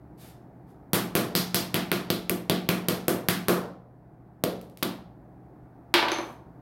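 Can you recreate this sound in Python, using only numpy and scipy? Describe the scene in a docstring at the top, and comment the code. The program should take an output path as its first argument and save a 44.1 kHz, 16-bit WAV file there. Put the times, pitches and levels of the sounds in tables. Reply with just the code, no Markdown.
"""Ventilation hums in a live room; a hand brushes over a table, taking up a small mallet.
Close to the microphone, 14 fast blows strike a hollow, brittle cake shell: each is a crunching
contact that sets shell and table booming. A single knock follows, three chips tick down, and a
last blow breaks through and lands twice. The mallet is dropped on the table and clatters, its
thin handle pinging, as the hand brushes away."""
import sys
import numpy as np
from scipy import signal
from scipy.fft import rfft, irfft, next_fast_len
from scipy.io import wavfile
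from scipy.ndimage import uniform_filter1d

SR = 44100
rng = np.random.default_rng(int(sys.argv[2]) if len(sys.argv) > 2 else 0)


def to_wav(sig):
    """Store sig (one row per channel, or 1-D mono) as 16-bit WAV at the path in sys.argv[1].

    Samples outside -1..1 are clipped; the rate is SR.
    """
    pcm = np.clip(np.atleast_2d(sig), -1, 1) * 32767
    pcm = np.round(pcm).astype(np.int16)
    wavfile.write(sys.argv[1], SR, pcm.T)  # frames by channels


N = 291501
TIME_S = np.arange(N) / SR

# Air noise. Each row: frequency in Hz, relative density in dB.
AIR_SPECTRUM = [(25, -16.5), (45, -9), (64, -3.5), (97, -19.5), (125, -6.5), (185, -4), (215, -13),
                (300, -7.5), (440, -17.5), (560, -20), (714, -14.5), (1020, -26), (1840, -35.5),
                (3000, -53.5), (8000, -58), (12300, -58.5), (16000, -51)]
# Air noise. Each row: time in seconds, level in dB.
AIR_LEVEL = [(0, -50), (.9, -50), (4, -53.5), (5.1, -51), (6.61, -49.5)]
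# Fan tones. Each row: frequency in Hz, level in dB.
FAN_TONES = [(121.4, -56), (74.7, -67)]
# Room decay. Each row: frequency in Hz, T60 in seconds.
ROOM_T60 = [(100, 0.6), (260, .5), (700, 0.6143), (1840, 0.406), (4850, 0.3665), (12800, 0.2667)]
# Room tail. Each row: frequency in Hz, energy against the input in dB.
ROOM_TAIL = [(70, -6), (160, 6), (270, 3.5), (400, 5.5), (1000, 1), (2200, -2.7), (4200, -2), (7500, -2),
             (12500, -6.5)]
# First reflections. Each row: delay in seconds, gain in dB.
REFLECTIONS = [(.0062, -18), (0.0114, -14.5)]
# Hand strokes. Each row: start in seconds, length in seconds, level in dB.
STROKES = [(0.17, 0.13, -52.5), (0.66, 0.044, -68), (6.14, 0.19, -57.5)]
# Hand friction. Each row: frequency in Hz, relative density in dB.
FRICTION_SPECTRUM = [(100, 3.5), (400, 2.5), (1000, 0), (2000, 1), (7800, -1.5), (11600, -1), (16000, -3)]
# Contact band edges in Hz. 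The bands: boom, thud, knock, clack, crack, crunch, snap.
EDGES_HZ = [100, 230, 650, 1600, 3000, 5600, 9500, 16000]
# Falling chips. Each row: start in seconds, gain in dB.
CHIPS = [(4.614, -48), (4.6985, -58), (4.7733, -45)]
# Mallet bounces, duller if glancing. Each row: start in seconds, gain in dB, dulling in dB per octave.
BOUNCES = [(5.94, -0.5, 0), (5.9486, 0, 7.5), (6.0268, -2, 4.5), (6.0843, -7, 3), (6.1182, -10, 2),
           (6.1862, -5.5, 7)]
# Mallet square on the table: level in dB per band, thud to snap.
TABLE_CONTACT_DB = [-23, -9.5, -5.5, -3, -21.5, -19.5]
# Table top. Each row: frequency in Hz, lift in dB, width in octaves.
TABLE_RESONANCES = [(337, 7.5, 0.14), (870, 4, 0.17), (1150, 3.5, 0.14), (2340, 3.5, .08)]
# Loose mallet on the table. Each row: frequency in Hz, relative level in dB, T60 in seconds.
MALLET_MODES = [(326, -8, 0.28), (349, 5.5, 0.11), (587, -11, 0.3), (727, -20.5, 0.43), (830, -21, 0.23),
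                (940, -18.5, .35), (980, -15, 0.49), (960, -26, 0.26), (1170, -24, 0.24), (1310, -37, 0.35),
                (1547, -21, 0.44), (2174, -29, 0.3), (3265, -20, .3)]
# Handle slapping down. Each row: start in seconds, drive in dB.
HANDLE_SLAPS = [(6.1174, -29), (6.185, -40)]
# Thin handle. Each row: frequency in Hz, relative level in dB, T60 in seconds.
HANDLE_MODES = [(6220, 1, 0.02), (6160, -8, 0.036), (10320, 0.5, 0.015)]
# Blows on the shell. Each row: start in seconds, strength in dB, give in dB, splintering in dB,
# pitch of the struck piece in Hz, its lift in dB before PIECE_SHAPE.
BLOWS = [(0.9329, 2.7, -4.5, 3.5, 1270, 4), (1.1528, 1, 1.5, 1, 1860, 1.5),
         (1.3521, 0.5, -10, 4.5, 4950, 10), (1.5449, 0, -8, 4.5, 4850, 9), (1.7432, 1.5, -5, -3, 2520, 3),
         (1.9164, 1.5, -4, -4, 2120, 3), (2.1027, -1.6, -1.5, 0.2, 4000, 8.5),
         (2.2956, -3.5, 1.5, 4.5, 2130, 3.5), (2.4975, 1.2, 2.5, -4, 3540, 7),
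         (2.6896, 1, -0.5, -1.5, 2330, 7), (2.885, 0, -1.5, 0, 5900, 2), (3.0819, -3, 6, 4, 1440, 6.5),
         (3.2861, 3.5, -11, 1.7, 1590, 5.5), (3.4838, -1, 7, 0.5, 1313, 8.5),
         (4.4383, -5.5, 12, -1.5, 3850, 6), (4.827, -4.5, 3, -11.5, 1130, 3),
         (4.8305, -9, -8, 5, 3750, 9.5)]
# Average blow: level in dB per band, boom to snap.
SHELL_CONTACT_DB = [-22.5, -19, -21, -19.5, -19.5, -23.5, -16]
# Share of the give per band, 0 to 1; mostly thud.
GIVE_SHARE = [0.23, .65, 0.31, 0.075, 0, 0.14, 0.17]
# Share of the splintering per band, 0 to 1; mostly crunch and snap.
SPLINTER_SHARE = [0.16, 0.23, 0, 0.014, 0, 0.75, 0.98]
# Shell wall. Each row: frequency in Hz, lift in dB, width in octaves.
WALL_RESONANCES = [(1170, 2, .18), (3380, 1.5, 0.12), (4400, 1, 0.16)]
# Struck piece: broad skirt, narrow top. Each row: share of the lift, width in octaves.
PIECE_SHAPE = [(0.64, 0.58), (0.2, 0.055)]
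# How squarely the struck part faces the microphone. Each row: time in seconds, facing score.
FACING = [(.93, -6), (1.55, -8), (2.3, 7.5), (2.5, 3.5), (2.7, 0), (3.29, -2), (3.48, -8), (4.44, 6),
          (4.83, 2.5)]
# Hollow shell on its table. Each row: frequency in Hz, relative level in dB, T60 in seconds.
SHELL_MODES = [(118.1, -13, 0.83), (127, -18.5, .4), (167.4, -25.5, 0.96), (180.4, -3.5, 0.65),
               (200.8, -10.5, .4), (227.3, -11, 0.61), (272.5, -19.5, 0.54), (289.4, -17.5, 0.61),
               (313, -12.5, 0.5), (349.7, -6, 0.35), (383, -16.5, 0.45), (392.5, -13.5, 0.31),
               (487, -11.5, 0.35), (509.3, -13, 0.17), (609, -20.5, 0.32), (629.5, -13, 0.18),
               (684, -16.5, 0.5), (730, -25.5, 0.58), (1152, -20.5, 0.37), (1420, -18, .3)]
# Small microphone. Each row: frequency in Hz, gain in dB.
MIC_RESPONSE = [(4800, 0.5), (6000, -1.5), (7500, -2), (9000, 1), (10000, -0.5), (12200, 5.5), (13600, -2),
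                (15500, -2.5)]


def amp(db):
    """Decibels to gain."""
    return 10 ** (np.asarray(db) / 20)


def unit(x):
    """Scale to unit energy."""
    return x / np.sqrt(np.sum(x ** 2) + 1e-20)


def at_hz(points, hz):
    """Interpolate over log frequency."""
    knots_hz, values = np.transpose(points)
    return np.interp(np.log(np.maximum(hz, 1)), np.log(knots_hz), values)


def centres(edges_hz):
    """Geometric band centres."""
    return np.sqrt(np.multiply(edges_hz[1:], edges_hz[:-1]))


def band(x, low_hz, high_hz, order=2):
    """Causal band-pass."""
    return signal.sosfilt(signal.butter(order, [low_hz, high_hz], "band", fs=SR, output="sos"), x)


def minimum_phase(gain_db, size):
    """Causal frequency response for a gain curve."""
    cepstrum = irfft(np.log(amp(gain_db)), size)
    cepstrum[1:size // 2] *= 2
    cepstrum[size // 2 + 1:] = 0
    return np.exp(rfft(cepstrum))


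def add(track, start_s, sound):
    """Mix a sound into a track."""
    at = int(round(start_s * SR))
    track[at:at + len(sound)] += sound[:N - at]


def noise(spectrum):
    """Shaped noise, unit rms."""
    hz = np.arange(N // 2 + 1) * SR / N
    shaped = irfft(rfft(rng.standard_normal(N)) * amp(at_hz(spectrum, hz)), N)
    return shaped / shaped.std()


def ventilation(waver_rad=0.297):
    """Dull air noise and a fan hum of wandering phase."""
    knots_s = np.linspace(0, TIME_S[-1], 40)
    hum = np.zeros(N)
    for hz, db in FAN_TONES:
        drift_rad = waver_rad * np.interp(TIME_S, knots_s, rng.standard_normal(len(knots_s)))
        hum += amp(db) * np.sqrt(2) * np.sin(2 * np.pi * hz * TIME_S + drift_rad)
    return noise(AIR_SPECTRUM) * amp(np.interp(TIME_S, *np.transpose(AIR_LEVEL))) + hum


def room(x, gap_s=0.0026, build_s=0.0062):
    """Two reflections and a diffuse tail that dies sooner in the treble."""
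    t = TIME_S[:SR * 3 // 4]
    build = 1 - np.exp(-np.maximum(t - gap_s, 0) / build_s)
    edges_hz = np.geomspace(50, 18000, 22)
    response = np.zeros(len(t))
    for low_hz, high_hz, hz in zip(edges_hz, edges_hz[1:], centres(edges_hz)):
        decay = amp(-60 * t / at_hz(ROOM_T60, hz))
        tail = band(rng.standard_normal(len(t)), low_hz, high_hz, order=3) * build * decay
        response += unit(tail) * np.sqrt(2 * (high_hz - low_hz) / SR) * amp(at_hz(ROOM_TAIL, hz))
    for delay_s, db in REFLECTIONS:
        add(response, delay_s, np.array([amp(db)]))
    return signal.fftconvolve(x, response)[:N]


def brushing_hand(attack_s=0.049, sag_db_per_s=43, release_db_per_s=350):
    """Friction noise: each stroke swells, slackens and dies as the hand lifts."""
    envelope = np.zeros(N)
    t = TIME_S[:SR]
    for start_s, length_s, db in STROKES:
        fall_db = sag_db_per_s * t + release_db_per_s * np.maximum(t - length_s, 0)
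        add(envelope, start_s, np.minimum(t / attack_s, 1) * amp(db - fall_db))
    return envelope * noise(FRICTION_SPECTRUM)


def contact(levels_db, edges_hz, crumble, crumble_s, rattle, rattle_s, resonances=(), size=4096):
    """A sharp push, a burst of tiny fractures and a brief rattle. Band levels: rms over 1 ms."""
    t = TIME_S[:size]
    hz = np.maximum(np.arange(size // 2 + 1) * SR / size, 1)
    envelope = crumble * np.exp(-t / crumble_s) + rattle * np.exp(-t / rattle_s)
    force = rng.standard_normal(size) * envelope
    force[0] += 1  # the push
    spectrum = rfft(unit(force))
    density_db = levels_db + 10 * np.log10(SR * 1e-3 * SR / 2 / np.diff(edges_hz))
    colour_db = at_hz(np.column_stack([centres(edges_hz), density_db]), hz)
    colour_db -= 10 * np.log10(1 + (edges_hz[0] / hz) ** 10)  # a small body radiates little bass
    for peak_hz, lift_db, width_oct in resonances:
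        colour_db += lift_db * np.exp(-(np.log2(hz / peak_hz) / width_oct) ** 2)
    # A brittle break is even across each band: flatten the ripple.
    ripple_db = 10 * np.log10(uniform_filter1d(np.abs(spectrum) ** 2, size=9) + 0.02)
    return irfft(spectrum * minimum_phase(colour_db - ripple_db, size), size)


def mode_drive_db(modes, levels_db, edges_hz):
    """A contact's level at each mode's frequency."""
    return at_hz(np.column_stack([centres(edges_hz), levels_db]), np.array(modes)[:, 0])


def ring(modes, drive_db, scatter_db):
    """Damped sines; each hit lands elsewhere, so mode levels scatter."""
    hz, db, t60_s = np.transpose(modes)[:, :, None]
    t = TIME_S[:SR * 2 // 3]
    onset_db = db + np.reshape(drive_db, (-1, 1)) + scatter_db * rng.standard_normal(db.shape)
    return np.sum(amp(onset_db - 60 * t / t60_s) * np.sin(2 * np.pi * hz * t), axis=0)


def falling_chips():
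    """Light fragments crumble with only a bright tick."""
    ticks = np.zeros(N)
    tick_db = np.array([-22, -22, -3, -2.5, -3.5, 1])  # thud to snap
    for start_s, db in CHIPS:
        tick = contact(db + tick_db, EDGES_HZ[1:], crumble=0.8, crumble_s=0.001,
                       rattle=0.13, rattle_s=0.0044)
        add(ticks, start_s, tick)
    return ticks


def dropped_mallet():
    """Head and handle bounce and chatter on the table, too light to make it boom."""
    hits, ringing = np.zeros((2, N))
    edges_hz = EDGES_HZ[1:]
    octaves = np.log2(centres(edges_hz) / centres(edges_hz)[0])
    for start_s, gain_db, dulling_db_per_oct in BOUNCES:
        levels_db = np.array(TABLE_CONTACT_DB) + gain_db - dulling_db_per_oct * octaves
        hit = contact(levels_db, edges_hz, crumble=0.93, crumble_s=0.0043,
                      rattle=0.21, rattle_s=0.0068, resonances=TABLE_RESONANCES)
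        add(hits, start_s, hit)
        drive_db = mode_drive_db(MALLET_MODES, levels_db, edges_hz)
        add(ringing, start_s, ring(MALLET_MODES, drive_db, scatter_db=5.5))
    for start_s, drive_db in HANDLE_SLAPS:
        add(hits, start_s, ring(HANDLE_MODES, drive_db, scatter_db=5))
    return hits, band(ringing, 260, 8000)


def shell_blows(spot_count=4, break_s=0.00072, weakening_s_per_blow=0.00003, knock_hz=513):
    """Brittle contacts on a few spots in turn ring the hollow shell; breaks lengthen as it weakens."""
    direct, ringing = np.zeros((2, N))
    room_sends = np.zeros((spot_count, N))
    for k, (start_s, strength_db, give_db, splinter_db, piece_hz, piece_db) in enumerate(BLOWS):
        levels_db = np.array(SHELL_CONTACT_DB) + strength_db
        levels_db += give_db * np.array(GIVE_SHARE) + splinter_db * np.array(SPLINTER_SHARE)
        piece = [(piece_hz, share * piece_db, width_oct) for share, width_oct in PIECE_SHAPE]
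        knock = (knock_hz, 0.66 * give_db, 0.28)  # a wall that gives knocks at its own pitch
        hit = contact(levels_db, EDGES_HZ, crumble=0.64, crumble_s=break_s + k * weakening_s_per_blow,
                      rattle=0.23, rattle_s=0.0026, resonances=[*WALL_RESONANCES, *piece, knock])
        facing = np.interp(start_s, *np.transpose(FACING))  # more to the microphone, less to the room
        add(direct, start_s, amp(0.32 * facing) * hit)
        add(room_sends[k % spot_count], start_s, amp(-0.33 * facing) * hit)
        drive_db = mode_drive_db(SHELL_MODES, levels_db, EDGES_HZ)
        add(ringing, start_s, ring(SHELL_MODES, drive_db, scatter_db=1.7))
    return direct, room_sends, band(ringing, 150, 4000)


def scene():
    """Contacts, direct and through the room, over ringing bodies and ventilation. Mono."""
    taps, room_sends, shell_ring = shell_blows()
    clatter, mallet_ring = dropped_mallet()
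    faint = falling_chips() + brushing_hand()
    direct = amp(2.5) * taps + amp(-1.5) * clatter + faint
    reverb = sum(room(send) for send in [*room_sends, clatter + faint])  # each has its own paths
    bodies = amp(-0.45) * shell_ring + amp(-3.5) * mallet_ring
    return (direct + reverb + bodies + ventilation())[None]


def record(dry, ceiling=0.33, low_cut_hz=48, high_cut_hz=15900):
    """Microphone colour, soft clipping, then rumble and top cut."""
    size = 2 * next_fast_len(N)
    hz = np.arange(size // 2 + 1) * SR / size
    response = minimum_phase(at_hz(MIC_RESPONSE, hz), size)
    coloured = irfft(rfft(dry, size) * response, size)[:, :N]
    rounded = ceiling * np.tanh(coloured / ceiling)
    high_pass = signal.butter(2, low_cut_hz, "high", fs=SR, output="sos")
    low_pass = signal.ellip(10, 0.2, 80, high_cut_hz, fs=SR, output="sos")
    return signal.sosfilt(low_pass, signal.sosfilt(high_pass, rounded))


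dry = scene()
out = record(dry)
to_wav(out)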